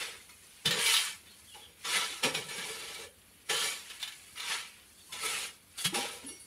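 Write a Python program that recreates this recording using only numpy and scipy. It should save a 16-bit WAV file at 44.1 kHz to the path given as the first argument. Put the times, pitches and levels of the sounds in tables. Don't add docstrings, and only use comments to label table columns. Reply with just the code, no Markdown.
import sys
import numpy as np
from scipy import signal
from scipy.fft import rfft, irfft, next_fast_len
from scipy.io import wavfile
from scipy.ndimage import uniform_filter1d, map_coordinates

SR = 44100
rng = np.random.default_rng(int(sys.argv[2]) if len(sys.argv) > 2 else 0)


def generate_wav(sig):
    pcm = np.round(np.clip(np.atleast_2d(sig).T, -1, 1) * 32767).astype(np.int16)
    wavfile.write(sys.argv[1], SR, pcm)


N = 284886
T = np.arange(N) / SR
T_HIT = T[:SR // 2]


def amp(db):
    return 10 ** (np.asarray(db) / 20)


def unit(x):
    return x / np.sqrt(np.mean(x ** 2) + 1e-20)


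def along(points, hz):
    f, v = np.transpose(points)
    return np.interp(np.log(hz + 1), np.log(f + 1), v)


def wobble(rate):
    return map_coordinates(rng.standard_normal(int(N * rate / SR) + 4), [T * rate])


def jitter(rate):
    return map_coordinates(rng.standard_normal(int(rate) + 4), [T_HIT * rate])


def filtered(x, response):
    m = next_fast_len(len(x) + 8192)
    spectrum = rfft(x, m) * response(np.fft.rfftfreq(m, 1 / SR))
    return irfft(spectrum, m)[:len(x)]


def mode(f, hz, width):
    return 1j * f * width / (hz * hz - f * f + 1j * f * width)


def grains(spectrum, spiky_db, lumpy_db, streaky_db):
    lumps_db = lumpy_db * (wobble(70) + 0.57 * wobble(25))
    sizes = amp(spiky_db * rng.standard_normal(N) + lumps_db)
    z = signal.stft(sizes * rng.standard_normal(N), nperseg=1024)[2]
    streaks = uniform_filter1d(rng.standard_normal(z.shape), size=4, axis=1)
    impacts = signal.istft(z * amp(streaky_db * unit(streaks)), nperseg=1024)[1][:N]
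    return unit(filtered(impacts, lambda f: amp(along(spectrum, f))))


def ringing(modes, drift_db, lumpy_db):
    jolts = amp(lumpy_db * wobble(50))
    ring = np.zeros(N)
    for hz, width, db in modes:
        swell = amp(db + drift_db * np.tanh(wobble(20)))
        drive = jolts * swell * rng.standard_normal(N)
        ring += filtered(drive, lambda f: mode(f, hz, 1.64 * width) ** 2 / np.sqrt(width))
    ring = unit(ring)
    nearby_power = np.abs(uniform_filter1d(ring ** 2, size=3000))
    return unit(ring / (nearby_power + .1) ** 0.37)


def favoured(modes, hz, db_per_octave, wander):
    pitch = np.array([m[0] for m in modes], float)
    nearest = np.argmin(abs(np.log(pitch / hz)))
    pitch = pitch * hz / pitch[nearest]
    db = -db_per_octave * abs(np.log2(pitch / hz))
    loudest = np.argsort(-db)[:3]
    return sum(amp(db[k]) * np.sin(2 * np.pi * pitch[k] * T_HIT + wander()) for k in loudest)


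# (per Hz, relative)
ROOM_TONE = [(25, -26), (40, -13), (57, -0.5), (95, 2), (125, -10), (180, -3), (330, -8.5), (420, -9),
             (700, -15), (1900, -15), (3600, -15), (5700, -38), (10300, -12.5), (15600, -23.5)]
ROOM_TONE_DB = -62


def room_tone():
    return amp(ROOM_TONE_DB) * grains(ROOM_TONE, spiky_db=1.5, lumpy_db=1.0, streaky_db=1.0)


# pitch_hz, t60_s
WALLS = [(200, 0.43), (2000, 0.23), (10000, 0.096)]


def walls(x):
    hz, t, z = signal.stft(rng.standard_normal(SR // 2), SR, nperseg=256)
    decay = amp(-60 * t / along(WALLS, hz)[:, None])
    tail = signal.istft(z * decay, SR, nperseg=256)[1]
    late = np.pad(x, (300, 0))
    return signal.fftconvolve(late, tail / np.linalg.norm(tail))[:N]


# start_s, length_s, start_pitch_hz, end_pitch_hz, level_db
CHIRPS = [(1.262, .05, 3400, 3730, -58), (1.287, 0.054, 4250, 4350, -57), (1.301, 0.073, 3230, 3080, -61),
          (1.465, .07, 3150, 3400, -54), (1.511, 0.065, 2900, 3030, -51), (1.565, .04, 3400, 3700, -60),
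          (1.608, 0.04, 3430, 3400, -52), (1.622, 0.055, 3200, 3150, -53), (4.97, 0.06, 3610, 3530, -59),
          (5.0, 0.038, 4550, 4560, -62)]


def bird():
    out = np.zeros(N)
    for start, length, hz0, hz1, db in CHIRPS:
        n = round(length * SR)
        pitch = np.linspace(hz0, hz1, n) + 110 * wobble(162)[:n]
        whistle = np.sin(2 * np.pi * np.cumsum(pitch) / SR)
        out[round(start * SR):][:n] += amp(db) * np.sqrt(np.hanning(n)) * whistle
    return out


# start_s, level_db, low_modes_db (added below 7 kHz)
CLINKS = [(5.95, -51, -20), (6.12, -48.5, -15), (6.261, -37.5, -12), (6.283, -39, 0), (6.305, -46.5, 1),
          (6.394, -43, -10)]
# pitch_hz, level_db, t60_s
FITTING = [(2196, -16.5, .8), (2821, -5, 0.14), (4502, -10, .42), (5630, -13, 0.45), (5900, -19, 0.83),
           (8436, -8, 0.22), (9240, -10, 0.29), (10340, 2.5, 0.24), (11600, -18, .2), (13500, -25, .2)]


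def fitting():
    out = np.zeros(N + SR)
    for start, db, low_db in CLINKS:
        ring = np.zeros(len(T_HIT))
        for hz, mode_db, t60 in FITTING:
            touch_db = low_db * (hz < 7000) + rng.uniform(-2.7, 1.3)
            unsteady_db = 1.5 * wobble(34)[:len(T_HIT)]
            level = amp(mode_db + touch_db - 60 * T_HIT / t60 + unsteady_db)
            ring += level * np.sin(2 * np.pi * (hz * T_HIT + rng.random()))
        onset = 1 - np.exp(-T_HIT / 0.0075)
        out[round(start * SR):][:len(T_HIT)] += amp(db) * ring * onset
    return out[:N]


# start_s, level_db, pitch_hz (loudest ring)
THUMPS = [(.05, -52, 450), (.13, -52, 460), (0.66, -32, 167), (.658, -37, 470), (.708, -40, 470),
          (.715, -40, 180), (.745, -35, 449), (.79, -38, 480), (.845, -43, 460), (.88, -43, 450),
          (1.55, -52, 823), (1.959, -48, 203), (2.11, -50, 340), (2.236, -27, 489), (2.24, -32, 272),
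          (2.27, -34, 520), (2.25, -39, 149), (2.25, -38, 900), (2.45, -46, 150), (2.36, -40, 142),
          (2.58, -44, 180), (2.685, -43, 453), (2.99, -44, 449), (3.04, -46, 520), (3.5, -33, 449),
          (3.5, -38, 820), (3.505, -47, 171), (3.63, -42, 450), (3.525, -35.5, 474), (4.44, -46, 960),
          (4.5, -45, 960), (5.09, -54, 1050), (5.14, -48, 1006), (5.24, -40.5, 441), (5.3, -45, 820),
          (5.852, -33, 180), (5.924, -35, 356), (5.925, -42, 830), (5.955, -33, 819), (5.99, -35, 810),
          (5.96, -36, 241), (6.04, -46, 450), (6.13, -46, 480), (6.238, -42, 270), (6.3, -48, 350)]
# pitch_hz, width_hz, level_db
BELLY = [(146, 28, -16), (177.8, 83, -5), (256, 140, -16), (359.5, 63, -5), (450.8, 64, 3.5), (537, 136, 0),
         (812, 53, -3), (951, 78, -2.5)]
THUMP_T60_S, THUMP_FAVOUR_DB_PER_OCTAVE = .25, 35


def thumps():
    out = np.zeros(N + SR)
    for start, db, hz in THUMPS:
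        swing = favoured(BELLY, hz, THUMP_FAVOUR_DB_PER_OCTAVE, lambda: 1.09 * jitter(60.6))
        strength = amp(2.8 * np.tanh(jitter(43)))
        shape = amp(db - 60 * T_HIT / THUMP_T60_S) * (1 - np.exp(-T_HIT / 0.006))
        out[round(start * SR):][:len(T_HIT)] += shape * strength * swing
    return out[:N]


# start_s, level_db, t60_s (of the crunch), brightness_db (per octave, of the crack),
# pitch_hz (loudest ring), shovel (0 first, 1 second)
BLOWS = [(0.291, -31, .07, -2, 2163, 1), (0.656, -6, .09, 5, 3580, 0), (0.707, -7.5, .08, -.4, 1830, 0),
         (0.794, -17.5, .12, 8, 950, 0), (.8, -20, .12, -3, 1700, 0), (0.859, -7, .15, 3, 2300, 0),
         (0.889, -6, .1, 4, 2980, 0), (0.938, -6, .11, 3.5, 3840, 0), (0.964, -6, .12, 2.5, 3140, 0),
         (1.39, -41, .07, -3, 1030, 0), (1.544, -34, .12, -3, 869, 0), (1.85, -20.5, .13, -8, 1320, 1),
         (1.956, -12, .12, -8, 2020, 1), (2.238, -9, .1, -3, 2470, 0), (2.245, -17, .12, -8, 1150, 0),
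         (2.346, -11, .06, -6, 2485, 0), (2.489, -24.5, .14, 3, 2330, 0), (2.579, -21, .15, -7, 1640, 0),
         (2.818, -29, .09, 3, 2210, 0), (2.884, -29, .09, -4.5, 2970, 0), (2.944, -24, .09, 0.7, 3500, 0),
         (2.994, -27, .09, .3, 2750, 0), (3.215, -42, .05, .3, 2900, 0), (3.4, -43, .06, .3, 2500, 0),
         (3.497, -13, .13, -5, 1750, 0), (3.524, -17, .11, -3, 1740, 0), (3.555, -19, .12, -5, 1370, 0),
         (3.618, -19, .12, -4, 1780, 0), (3.901, -30, .09, .3, 2200, 0), (3.998, -27, .06, .3, 2760, 0),
         (4.016, -24, .07, 2.5, 3540, 0), (4.026, -11, .055, -4, 3540, 0), (4.075, -18, .06, -4, 3630, 0),
         (4.12, -27, .07, 2.5, 2280, 0), (4.372, -24, .1, .3, 2880, 1), (4.397, -17, .09, -1, 3650, 1),
         (5.127, -22, .09, .3, 3490, 1), (5.231, -17, .14, -5, 1310, 1), (5.25, -20, .15, -3, 2300, 1),
         (5.781, -22, .15, 2, 3420, 0), (5.849, -9, .085, 3, 3280, 0), (5.946, -27, .08, 3, 3780, 0)]
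# pitch_hz, width_hz, level_db
FIRST = [(921, 25, -11), (1155, 22, -5), (1320.5, 28, -8), (1740, 32, -1), (2290, 32, 0.3),
         (2764, 21, -6.5), (3064, 156, 3.5), (3620, 870, 4.5), (3950, 25, -3), (4900, 40, -3),
         (5600, 58, -2.5), (6440, 45, -8.5), (7010, 130, -5), (7630, 38, -38), (7300, 68, -27),
         (8540, 130, -7.5), (9400, 150, -27.5), (10230, 20, -28.5), (10900, 12, -29)]
SECOND = [(981.5, 28, 0.5), (1324, 63, 5), (2050, 330, -19), (2134, 170, 4), (2866, 20, 3),
          (3530, 150, 6.5), (3930, 87, 4.5), (4350, 47, 2.5), (5250, 43, 1.5), (6030, 76, -3),
          (5960, 190, -10), (6780, 65, 0.5), (8370, 71, -5), (9690, 230, 1.5)]
# (per Hz, relative)
GRIT = [(410, -36), (700, -11.5), (2130, 1), (2290, 3), (2660, 1.5), (3030, -0.5), (3300, 0), (3910, -3.5),
        (9000, -18), (11700, -36), (19800, -120)]
# (per Hz, relative)
HISS = [(2650, -46), (4500, -3.5), (4810, -12.5), (5230, -10.5), (7800, -9.5), (9110, -6.5), (10100, -4),
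        (13400, -20.5), (15600, -28)]
RING_OVER_CRUNCH, BLOW_FAVOUR_DB_PER_OCTAVE = 1.5, 30


def blows():
    out = np.zeros(N + SR)
    for start, db, t60, tilt_db, pitch_hz, shovel in BLOWS:
        modes = SECOND if shovel > .5 else FIRST
        clear = favoured(modes, pitch_hz, BLOW_FAVOUR_DB_PER_OCTAVE, lambda: 0.9 * jitter(92))
        clear *= amp(-60 * T_HIT / (RING_OVER_CRUNCH * t60)) * (1 - np.exp(-T_HIT / 0.0025))

        def steel(f):
            return sum(amp(mode_db + 2.3 * rng.normal()) * mode(f, hz, width) for hz, width, mode_db in modes)

        def granules(f):
            return amp(along(GRIT[:-2] + HISS[-3:], f) + tilt_db * np.log2(f / 3000 + .15))

        shape = amp(-60 * T_HIT / t60) * (1 - np.exp(-T_HIT / 0.0019))
        crunch = shape * rng.standard_normal((2, len(T_HIT)))
        ring = filtered(crunch[0], steel)
        crack = filtered(crunch[1], granules)
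        blow = .1 * clear + 0.21 * ring / np.abs(ring).max() + 0.1 * crack / np.abs(crack).max()
        out[round(start * SR):][:len(T_HIT)] += amp(db) * blow
    return out[:N]


# bite_s, bite_db, second_s, second_db, lift_s, third_db, release_db (per s), belly_db and hiss_db
STROKES = [(0, -42, .02, -38, .17, -53, 150, -13.5, -6, .3, .7),
           (.658, -31.5, .70, -35, .79, -33, 200, -12, -10.5, 0.47, 0),
           (.79, -35, .93, -29, 1.08, -39, 170, -28, -2.5, 0.44, 0.01),
           (1.26, -63, 1.29, -60, 1.332, -64, 140, -25, -10, .25, .05),
           (1.545, -55, 1.52, -56, 1.71, -65, 140, -5, -9, .4, 0.1),
           (1.85, -38, 1.97, -29.5, 2.21, -49, 200, -16.5, -8.5, 0.5, 0.55),
           (2.237, -26.5, 2.26, -29.5, 2.316, -43, 140, -7, -8.5, 0.43, .2),
           (2.345, -37, 2.352, -37, 2.45, -48, 140, -5.5, -7.5, .6, 0.21),
           (2.49, -44, 2.62, -41, 3.05, -48, 330, -10, -6, 0.48, 0.24),
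           (3.499, -30.5, 3.55, -34.5, 3.67, -33.5, 115, -15.5, -5, 0.66, .1),
           (3.9, -46, 3.84, -45.5, 3.94, -53, 140, -18, -9, .4, 0.1),
           (4.005, -54, 4.04, -47, 4.14, -60, 140, -30, -7, .3, 0.1),
           (4.36, -49, 4.53, -32.5, 4.695, -53, 200, -22, -9, 0.32, 0.58),
           (5.127, -43.5, 5.135, -44, 5.19, -47, 140, -13.5, -3.5, 0.55, 0.8),
           (5.19, -45, 5.26, -37, 5.45, -40, 200, -15.5, -2.5, .3, .8),
           (5.78, -47.5, 5.79, -45.5, 5.82, -45.5, 300, -17.5, 4.5, .2, .3),
           (5.849, -29.5, 5.83, -29, 5.91, -49, 140, -15.5, -1.5, 0.12, 0.4),
           (5.944, -37, 5.9, -32, 6.24, -55.5, 140, -7, -3.5, .4, 0.43),
           (6.245, -61, 6.29, -53.5, 6.36, -64, 140, -5.5, -3, 0.8, .5),
           (6.4, -63, 6.6, -57.5, 6.3, -58, 140, -13, -1, 0.5, .6)]
# time_s, hiss_db, grit_db (re hiss)
TRICKLE = [(0, -59, -4), (.35, -59, -6), (.62, -59, -0.5), (1.23, -65, -4), (1.5, -57.5, -9),
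           (1.62, -57.5, -7), (1.67, -66, -1.5), (1.76, -71, 2), (1.84, -51.5, -1.5), (3.0, -60, -5),
           (3.1, -68, -3), (3.45, -65, -2), (3.49, -56, 0), (3.9, -54.5, -0.5), (4.33, -57.5, -3),
           (4.8, -62.5, 2.5), (4.95, -61.5, -7), (5.08, -55, -8), (5.66, -67.5, -3.5), (5.77, -60.5, 1.5),
           (6.46, -60, -9)]
BITE_DB_PER_S = 1800


def strokes():
    time, trickle_db, grit_db = np.transpose(TRICKLE)
    power = np.zeros((5, N))
    power[0] = amp(2 * np.interp(T, time, trickle_db + grit_db))
    power[4] = amp(2 * np.interp(T, time, trickle_db))
    for bite, bite_db, second_s, second_db, lift, third_db, release, belly_db, hiss_db, share, turn in STROKES:
        times = [bite, max(second_s, bite), max(lift, second_s, bite)]
        db = np.interp(T, times, [bite_db, second_db, third_db])
        db -= BITE_DB_PER_S * np.maximum(bite - T, 0)
        db -= release * np.maximum(T - lift, 0)
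        share, turn = np.clip([share, turn], 0, 1)
        parts = [1 - share, share * (1 - turn), share * turn, amp(2 * belly_db), amp(2 * hiss_db)]
        power += np.outer(parts, amp(2 * db))
    first = ringing(FIRST, drift_db=6, lumpy_db=2)
    second = ringing(SECOND, drift_db=6, lumpy_db=2)
    grit = grains(GRIT, spiky_db=4.5, lumpy_db=0.9, streaky_db=4.5)
    belly = ringing(BELLY, drift_db=0.5, lumpy_db=3.0)
    hiss = grains(HISS, spiky_db=4, lumpy_db=1.1, streaky_db=4.5)
    return np.sum(np.sqrt(power) * [grit, first, second, belly, hiss], axis=0)


def scene():
    echoed = bird() + blows()
    background = room_tone() + amp(-7.5) * walls(echoed)
    mono = background + echoed + fitting() + thumps() + strokes()
    return np.array([mono, mono])


TOP_HZ = 15700


def record(dry):
    return np.array([filtered(channel, lambda f: f < TOP_HZ) for channel in dry])


dry = scene()
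out = record(dry)
generate_wav(out)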